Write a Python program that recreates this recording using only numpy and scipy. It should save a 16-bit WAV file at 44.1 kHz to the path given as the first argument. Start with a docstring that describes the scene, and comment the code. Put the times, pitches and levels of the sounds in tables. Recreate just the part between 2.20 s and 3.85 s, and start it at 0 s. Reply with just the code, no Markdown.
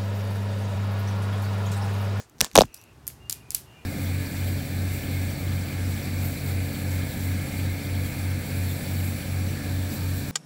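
"""Acrylic nails on a phone

Long nails knock and brush on a phone in two quick flurries, then click against each other in front of it.
Damped modes and noise make each crack; firmer knocks add dispersive bending waves in the phone body.
Airborne clicks leave a bright decaying-noise room tail; filtered noise gives the sliding and rocking,
and the background of rising hiss, low fan hum and faint narrow whistles."""
import sys
import numpy as np
from scipy import signal
from scipy.fft import rfft, irfft
from scipy.io import wavfile
from scipy.ndimage import uniform_filter1d

SR = 44100
rng = np.random.default_rng(int(sys.argv[2]) if len(sys.argv) > 2 else 0)


def to_wav(s):
    """Save 16-bit WAV."""
    ch = np.atleast_2d(s).T  # columns
    pcm = np.round(np.clip(ch, -1, 1) * 32767)  # PCM
    wavfile.write(sys.argv[1], SR, pcm.astype(np.int16))


N = 72765


def amp(db):
    """Decibel law: 20 dB is a factor of ten in amplitude."""
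    return 10 ** (np.asarray(db) / 20)


def evened(x):
    """Normalisation to unit root-mean-square."""
    return x / np.sqrt(np.mean(x ** 2) + 1e-20)


def read(points, hz):
    """Interpolation of a curve along a logarithmic frequency axis."""
    point_hz, value = np.transpose(points)
    return np.interp(np.log(hz + 1), np.log(point_hz + 1), value)


def level(curve):
    """Envelope: amplitude over time from straight lines in decibels."""
    s, db = np.transpose(curve)
    return amp(np.interp(np.arange(N) / SR, s, db))


def add(mix, s, sound):
    """Superposition: a sound sums into the mix from a start in seconds, cut at the end."""
    part = mix[max(round(s * SR), 0):][:len(sound)]
    part += sound[:len(part)]


def noise(colour):
    """Spectral shaping: white noise weighted to a given spectrum, at unit rms."""
    spectrum = rfft(rng.standard_normal(N))
    weight = amp(read(colour, np.fft.rfftfreq(N, 1 / SR)))
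    return evened(irfft(spectrum * weight, N))


# Spectrum of the background hiss. Each row: frequency in Hz, relative level in dB.
HISS_SPECTRUM = [(180, -26), (300, 1.5), (456, -2), (504, -6), (793, -4.5), (1600, -10), (2840, -15),
                 (3140, -16), (14400, -26), (16500, -31.5)]
HISS_START_DB, HISS_RISE_DB = -61, 5  # rms level at the start, and its rise by the end


def hiss():
    """Stationary broadband noise under a slowly rising envelope."""
    return level([(0, HISS_START_DB), (N / SR, HISS_START_DB + HISS_RISE_DB)]) * noise(HISS_SPECTRUM)


# Spectrum of a distant fan's rumble. Each row: frequency in Hz, relative level in dB.
HUM_SPECTRUM = [(15, -68.5), (25, -32.5), (40, -21.5), (59, 3.5), (92, -2.5), (118, 3.5), (178, -7.5),
                (292, -11.5), (348, -19.5), (377, -15), (400, -23), (520, -49), (880, -120)]
# Loudness of the rumble. Each row: time in seconds, rms level in dB.
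HUM_LEVEL = [(0, -64), (.15, -61.5), (.5, -62.5), (.65, -59), (.78, -52), (1.2, -50), (1.65, -52)]


def fan_hum():
    """Low-frequency noise with spectral peaks: the rumble of a distant fan."""
    return level(HUM_LEVEL) * noise(HUM_SPECTRUM)


# Faint narrow whistles. Each row: start in seconds, length in seconds, centre in Hz, width of the
# resonator poles in Hz, rms level before the swell in dB.
WHISTLES = [(.45, .28, 2650, 380, -62), (1., .1, 2800, 40, -58), (1.13, .17, 2450, 120, -63),
            (1.13, .1, 2780, 100, -64), (1.46, .24, 2830, 200, -60), (1.53, .14, 2400, 60, -62),
            (.52, .11, 5800, 300, -62), (.222, .025, 1750, 250, -43)]


def whistles():
    """Narrow-band modulation: low-passed complex noise shifted up to a carrier, swelling and fading."""
    out = np.zeros(N)
    for s, length, hz, width, db in WHISTLES:
        t = np.arange(0, length, 1 / SR)
        pole = np.exp(-np.pi * width / SR)
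        complex_noise = rng.standard_normal((N, 2)) @ [1, 1j]
        # the end of the filtered noise is taken, clear of the filter's onset
        fuzz = signal.lfilter([1], [1, -2 * pole, pole * pole], complex_noise)[-len(t):]
        whistle = evened((fuzz * np.exp(2j * np.pi * hz * t)).real)
        swell = np.sin(np.pi * t / length) ** 0.21
        add(out, s, amp(db) * whistle * swell)
    return out


# Spectrum of the case rocking in the hand. Each row: frequency in Hz, relative level in dB.
ROCKING_SPECTRUM = [(25, -14), (50, -0.5), (100, -7.5), (190, -0.5), (280, -4), (500, -42)]
# Strength of the rocking. Each row: time in seconds, rms level in dB.
ROCKING_LEVEL = [(0.17, -51.5), (0.188, -62), (0.226, -27.5), (0.276, -85), (0.314, -76), (0.36, -29.5),
                 (0.398, -26), (0.458, -44.5), (0.502, -104), (0.52, -55)]


def rocking():
    """Low-frequency rigid motion of the case in the hand, as enveloped noise."""
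    curve = [(0.035, -104)] + list(ROCKING_LEVEL) + [(.56, -99)]
    return level(curve) * noise(ROCKING_SPECTRUM)


# Spectrum of skin and nail sliding on the case. Each row: frequency in Hz, relative level in dB.
RUB_SPECTRUM = [(120, -20.5), (200, -8.5), (909, -10), (1270, -11.5), (1730, -6.5), (2050, -12.5),
                (3630, -12), (7060, -7.5), (15000, -27.5), (16500, -37.5)]
# Strength of the sliding. Each row: time in seconds, rms level in dB.
RUB_LEVEL = [(0, -46), (.06, -64.5), (.12, -99), (.205, -60.5), (.214, -34), (.221, -47.5), (.224, -35.5),
             (.256, -40), (.29, -57), (.345, -65.5), (.36, -39), (.4, -34), (.425, -41), (.445, -52),
             (.5, -74.5)]
RUB_GRAIN_DB = 1.5  # rms depth of the level flutter


def rub():
    """Friction noise: sliding of skin and nail on the case, roughened by random amplitude modulation."""
    grain = evened(uniform_filter1d(rng.standard_normal(N), size=60))
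    return level(RUB_LEVEL) * evened(noise(RUB_SPECTRUM) * amp(RUB_GRAIN_DB * grain))


# Decay of the room. Each row: frequency in Hz, time to fall by 60 dB in seconds.
ROOM_T60 = [(2000, 0.23), (6000, 0.25), (14000, 0.19)]
# Colour of the room tail at its start. Each row: frequency in Hz, relative level in dB.
ROOM_COLOUR = [(1000, -20.5), (2000, -10), (4500, -5), (8000, -5), (12000, 0), (15500, -9), (16500, -23.5)]
ROOM_DB = 1.85  # root of the tail's summed squares
ROOM_TINT = .6  # how far the tail tilts toward the crack's pitch


def room_tail(crack_hz):
    """Diffuse reverberation: noise whose bands decay exponentially, tilted toward the crack's pitch."""
    hz, t, bands = signal.stft(rng.standard_normal(SR // 3), SR, nperseg=128)
    tilt = ((hz + 1) / 8000) ** (ROOM_TINT * np.log2(crack_hz / 8000))
    decay_db = 60 * t / read(ROOM_T60, hz)[:, None]
    gain = amp(read(ROOM_COLOUR, hz)[:, None] - decay_db)
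    tail = signal.istft(bands * tilt[:, None] * gain, SR, nperseg=128)[1]
    return amp(ROOM_DB) * tail / np.linalg.norm(tail)


TICK_RISE_MS, TICK_FADE = 0.037, 1.3  # rise time constant; decay time constant per tabled length
TICK_OCT = 0.62  # spread in octaves of the excitation about the crack's centre
TICK_NOISE_DB, CHATTER_DB, CHATTER_MS = -6.5, -18.5, 0.98  # noise in the crack; longer chatter and its decay
CRACK_LOW_HZ = 1250  # high-pass corner


def tick(db, hz, length_ms, modes):
    """Modal impact: the struck thing's modes near the crack's centre ring briefly over noisy chatter."""
    ms, f = np.arange(512) * 1000 / SR, np.fft.rfftfreq(512, 1 / SR) + 1
    shape = (1 - np.exp(-ms / TICK_RISE_MS)) * np.exp(-ms / (TICK_FADE * length_ms))

    def near(at_hz):
        """Excitation spectrum: a Gaussian in octaves over a small floor."""
        return np.exp(-.5 * (np.log2(at_hz / hz) / TICK_OCT) ** 2) + 0.14

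    mode_hz, mode_db = np.transpose(modes)[:, :, None]
    # each strike shifts the modes' pitch, phase and level at random
    detune, phase, sway = rng.standard_normal((3, len(modes), 1))
    turns = mode_hz * (1 + 0.056 * detune) * ms / 1000 + phase
    mode_gain = near(mode_hz) * amp(mode_db + 4.4 * sway)
    ring = (mode_gain * np.sin(2 * np.pi * turns)).sum(0)
    grit = evened(irfft(rfft(rng.standard_normal(512)) * near(f) * amp(read(modes, f)), 512))
    crack = shape * (evened(ring) + amp(TICK_NOISE_DB) * grit)
    crack = crack + amp(CHATTER_DB) * np.exp(-ms / CHATTER_MS) * grit
    crack = signal.lfilter(*signal.butter(2, CRACK_LOW_HZ, "high", fs=SR), crack)
    return amp(db) * crack / abs(crack).max()


ROOM_GAP_MS = 1  # room tail's delay after the tabled start


def cracks(table, modes):
    """Direct and reverberant field: all cracks of a table, and apart from them a room tail for each."""
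    dry, wet = np.zeros((2, N))
    for s, db, hz, length_ms in table:
        add(dry, s + .0001, tick(db, hz, length_ms, modes))
        # a longer crack feeds the room more energy
        add(wet, s + ROOM_GAP_MS / 1000, amp(db) * np.sqrt(length_ms) * room_tail(hz))
    return dry, wet


# Nail striking nail in the air. Each row: start in seconds, peak level in dB, centre in Hz,
# length scale in ms.
CLICKS = [(0.5425, -25, 9300, 0.74), (0.5446, -22, 9000, 0.28), (0.5461, -32, 7600, 0.3),
          (0.5651, -38, 5800, 1.02), (0.5755, -38, 6500, 0.45), (0.6143, -35, 8000, 0.33),
          (0.6254, -44, 6600, 0.29), (0.6391, -38, 8100, 0.4), (0.8687, -23, 8800, 0.29),
          (0.8778, -10, 11000, 0.35), (0.879, -21, 10700, 0.3), (0.8818, -28, 9000, 0.51),
          (0.8836, -28, 10800, 0.53), (1.097, -8, 9500, 0.29), (1.0992, -12, 6800, 0.33),
          (1.1006, -19, 7700, 0.31), (1.1095, -17, 10500, 0.27), (1.1222, -21, 8500, 0.37),
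          (1.1263, -13, 7200, 0.56), (1.1277, -23, 7300, 0.29), (1.306, -10, 7900, 0.31),
          (1.3186, -24, 7200, 0.5), (1.3455, -21, 10600, 0.55), (1.3478, -6, 10500, 0.56),
          (1.3493, -13, 10800, 0.3), (1.352, -11, 7400, 0.43), (1.3666, -26, 10400, 0.58)]
# Resonances of the nails. Each row: frequency in Hz, relative level in dB.
NAIL_MODES = [(2600, -8), (4800, 2), (7200, -1.5), (9400, -5.5), (12000, 2.5), (14500, -4)]


def air_clicks():
    """Airborne radiation: nail on nail, heard with its full room tail."""
    direct, room = cracks(CLICKS, NAIL_MODES)
    return direct + room


WAVE_LAW = .6  # exponent of phase against time
WAVE_ABOVE_OCT, WAVE_BELOW_OCT = 1.1, .13  # spread above and below the strongest pitch, in octaves
REBOUND_DB, REBOUND_SHARE = -10, .42  # rebound level; its pitch as a share of the strongest pitch


def body_wave(db, crest_ms, hz):
    """Bending-wave dispersion: treble arrives first, pitch falls as the swing grows; a rebound follows."""
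    ms = np.arange(1, 3000) * 1000 / SR
    turns = 2 * (ms / crest_ms) ** WAVE_LAW
    pitch_hz = WAVE_LAW * turns / ms * 1000
    octaves = np.log2(pitch_hz / hz)
    swing = np.exp(-.5 * (octaves / np.where(octaves > 0, WAVE_ABOVE_OCT, WAVE_BELOW_OCT)) ** 2)
    after_ms = np.maximum(ms - ms[np.argmax(swing)], 0)
    rebound = -amp(REBOUND_DB) * np.exp(-after_ms / (3.0 * crest_ms))
    rebound = rebound * np.sin(2 * np.pi * REBOUND_SHARE * hz * after_ms / 1000)
    return amp(db) * (swing * np.cos(2 * np.pi * turns) + rebound)


# Bending waves after the firmer knocks. Each row: start in seconds, level in dB, time to the second
# crest in ms, strongest pitch in Hz, sign (1 for a push, -1 for a pull).
WAVES = [(.0, -33, 2.5, 500, 1), (.2073, -16, 1.1, 1200, 1), (.2123, -21, 1.5, 700, 1),
         (.2225, -24, 3.2, 420, -1), (.2457, -27, 1.2, 900, 1), (.2645, -36, 2.5, 600, 1),
         (.3546, -9, 1.6, 750, 1), (.3582, -5, 1.8, 700, 1), (.3594, -15, 1.0, 1500, -1),
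         (.3654, -12, 1.75, 700, 1), (.3769, -1, 1.95, 500, 1), (.3861, 0.5, 1.95, 470, 1),
         (.4082, -5, 1.6, 570, 1), (.4177, -8, 1.65, 560, 1), (.4354, -26, 1.2, 800, 1),
         (.437, -30, 11., 110, 1), (.9018, -39, .7, 1900, 1)]


def body():
    """Linear superposition of all bending waves in the phone."""
    out = np.zeros(N)
    for s, db, crest_ms, hz, push in WAVES:
        add(out, s, push * body_wave(db, crest_ms, hz))
    return out


# Nail ticks on the phone. Each row: start in seconds, peak level in dB, centre in Hz, length scale in ms.
TICKS = [(0.0973, -40, 10600, 0.37), (0.1839, -39, 6500, 0.29), (0.189, -40, 6500, 0.62),
         (0.2005, -40, 7900, 0.5), (0.2071, 2, 6500, 0.34), (0.2105, -18, 5800, 0.28),
         (0.2121, 2, 7200, 0.4), (0.2455, -9, 6800, 0.21), (0.2518, -21, 7100, 0.83),
         (0.2651, -30, 4500, 0.31), (0.3144, -30, 4400, 0.31), (0.3312, -39, 9700, 0.3),
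         (0.3347, -35, 5200, 0.44), (0.3419, -46, 5700, 0.52), (0.3463, -39, 5000, 0.29),
         (0.3544, 3, 9200, 0.32), (0.358, 3, 4900, 0.38), (0.3652, 0, 7300, 0.41), (0.3767, 2, 5100, 0.38),
         (0.3859, -3, 4100, 0.27), (0.3877, -13, 4600, 0.46), (0.3902, -4, 5900, 0.23),
         (0.3925, -17, 7700, 0.23), (0.3939, -17, 7000, 0.25), (0.4028, -12, 5600, 0.4),
         (0.408, -1, 4800, 0.28), (0.4164, -15, 5200, 0.28), (0.4175, -5, 7300, 0.36),
         (0.4232, -18, 3800, 0.35), (0.4352, -28, 2900, 0.35), (0.4545, -33, 8200, 0.28)]
# Resonances of the phone case. Each row: frequency in Hz, relative level in dB.
CASE_MODES = [(2500, -0.5), (3700, -3.5), (6300, -4.5), (8000, -8), (11000, -7.5), (14000, -8)]
PHONE_SEND_DB = -25.5  # gain of the room's answer to knocks on the phone


def phone_ticks():
    """Structure-borne impact: nails on the case, with only a weak room tail."""
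    direct, room = cracks(TICKS, CASE_MODES)
    return direct + amp(PHONE_SEND_DB) * room


def scene():
    """Superposition of background, handling and nail sounds in one channel."""
    background = hiss() + fan_hum() + whistles()
    handling = rocking() + rub()
    nails = air_clicks() + body() + phone_ticks()
    return (background + handling + nails)[None]


def record(dry):
    """Saturation and band limiting: the hardest knocks clip, then a low-pass cuts at 16.5 kHz."""
    clipped = np.clip(dry, -.97, .97)
    low_pass = signal.firwin(255, 16500, window=("kaiser", 9), fs=SR)
    return signal.oaconvolve(clipped, low_pass[None], "same")


dry = scene()
out = record(dry)
to_wav(out)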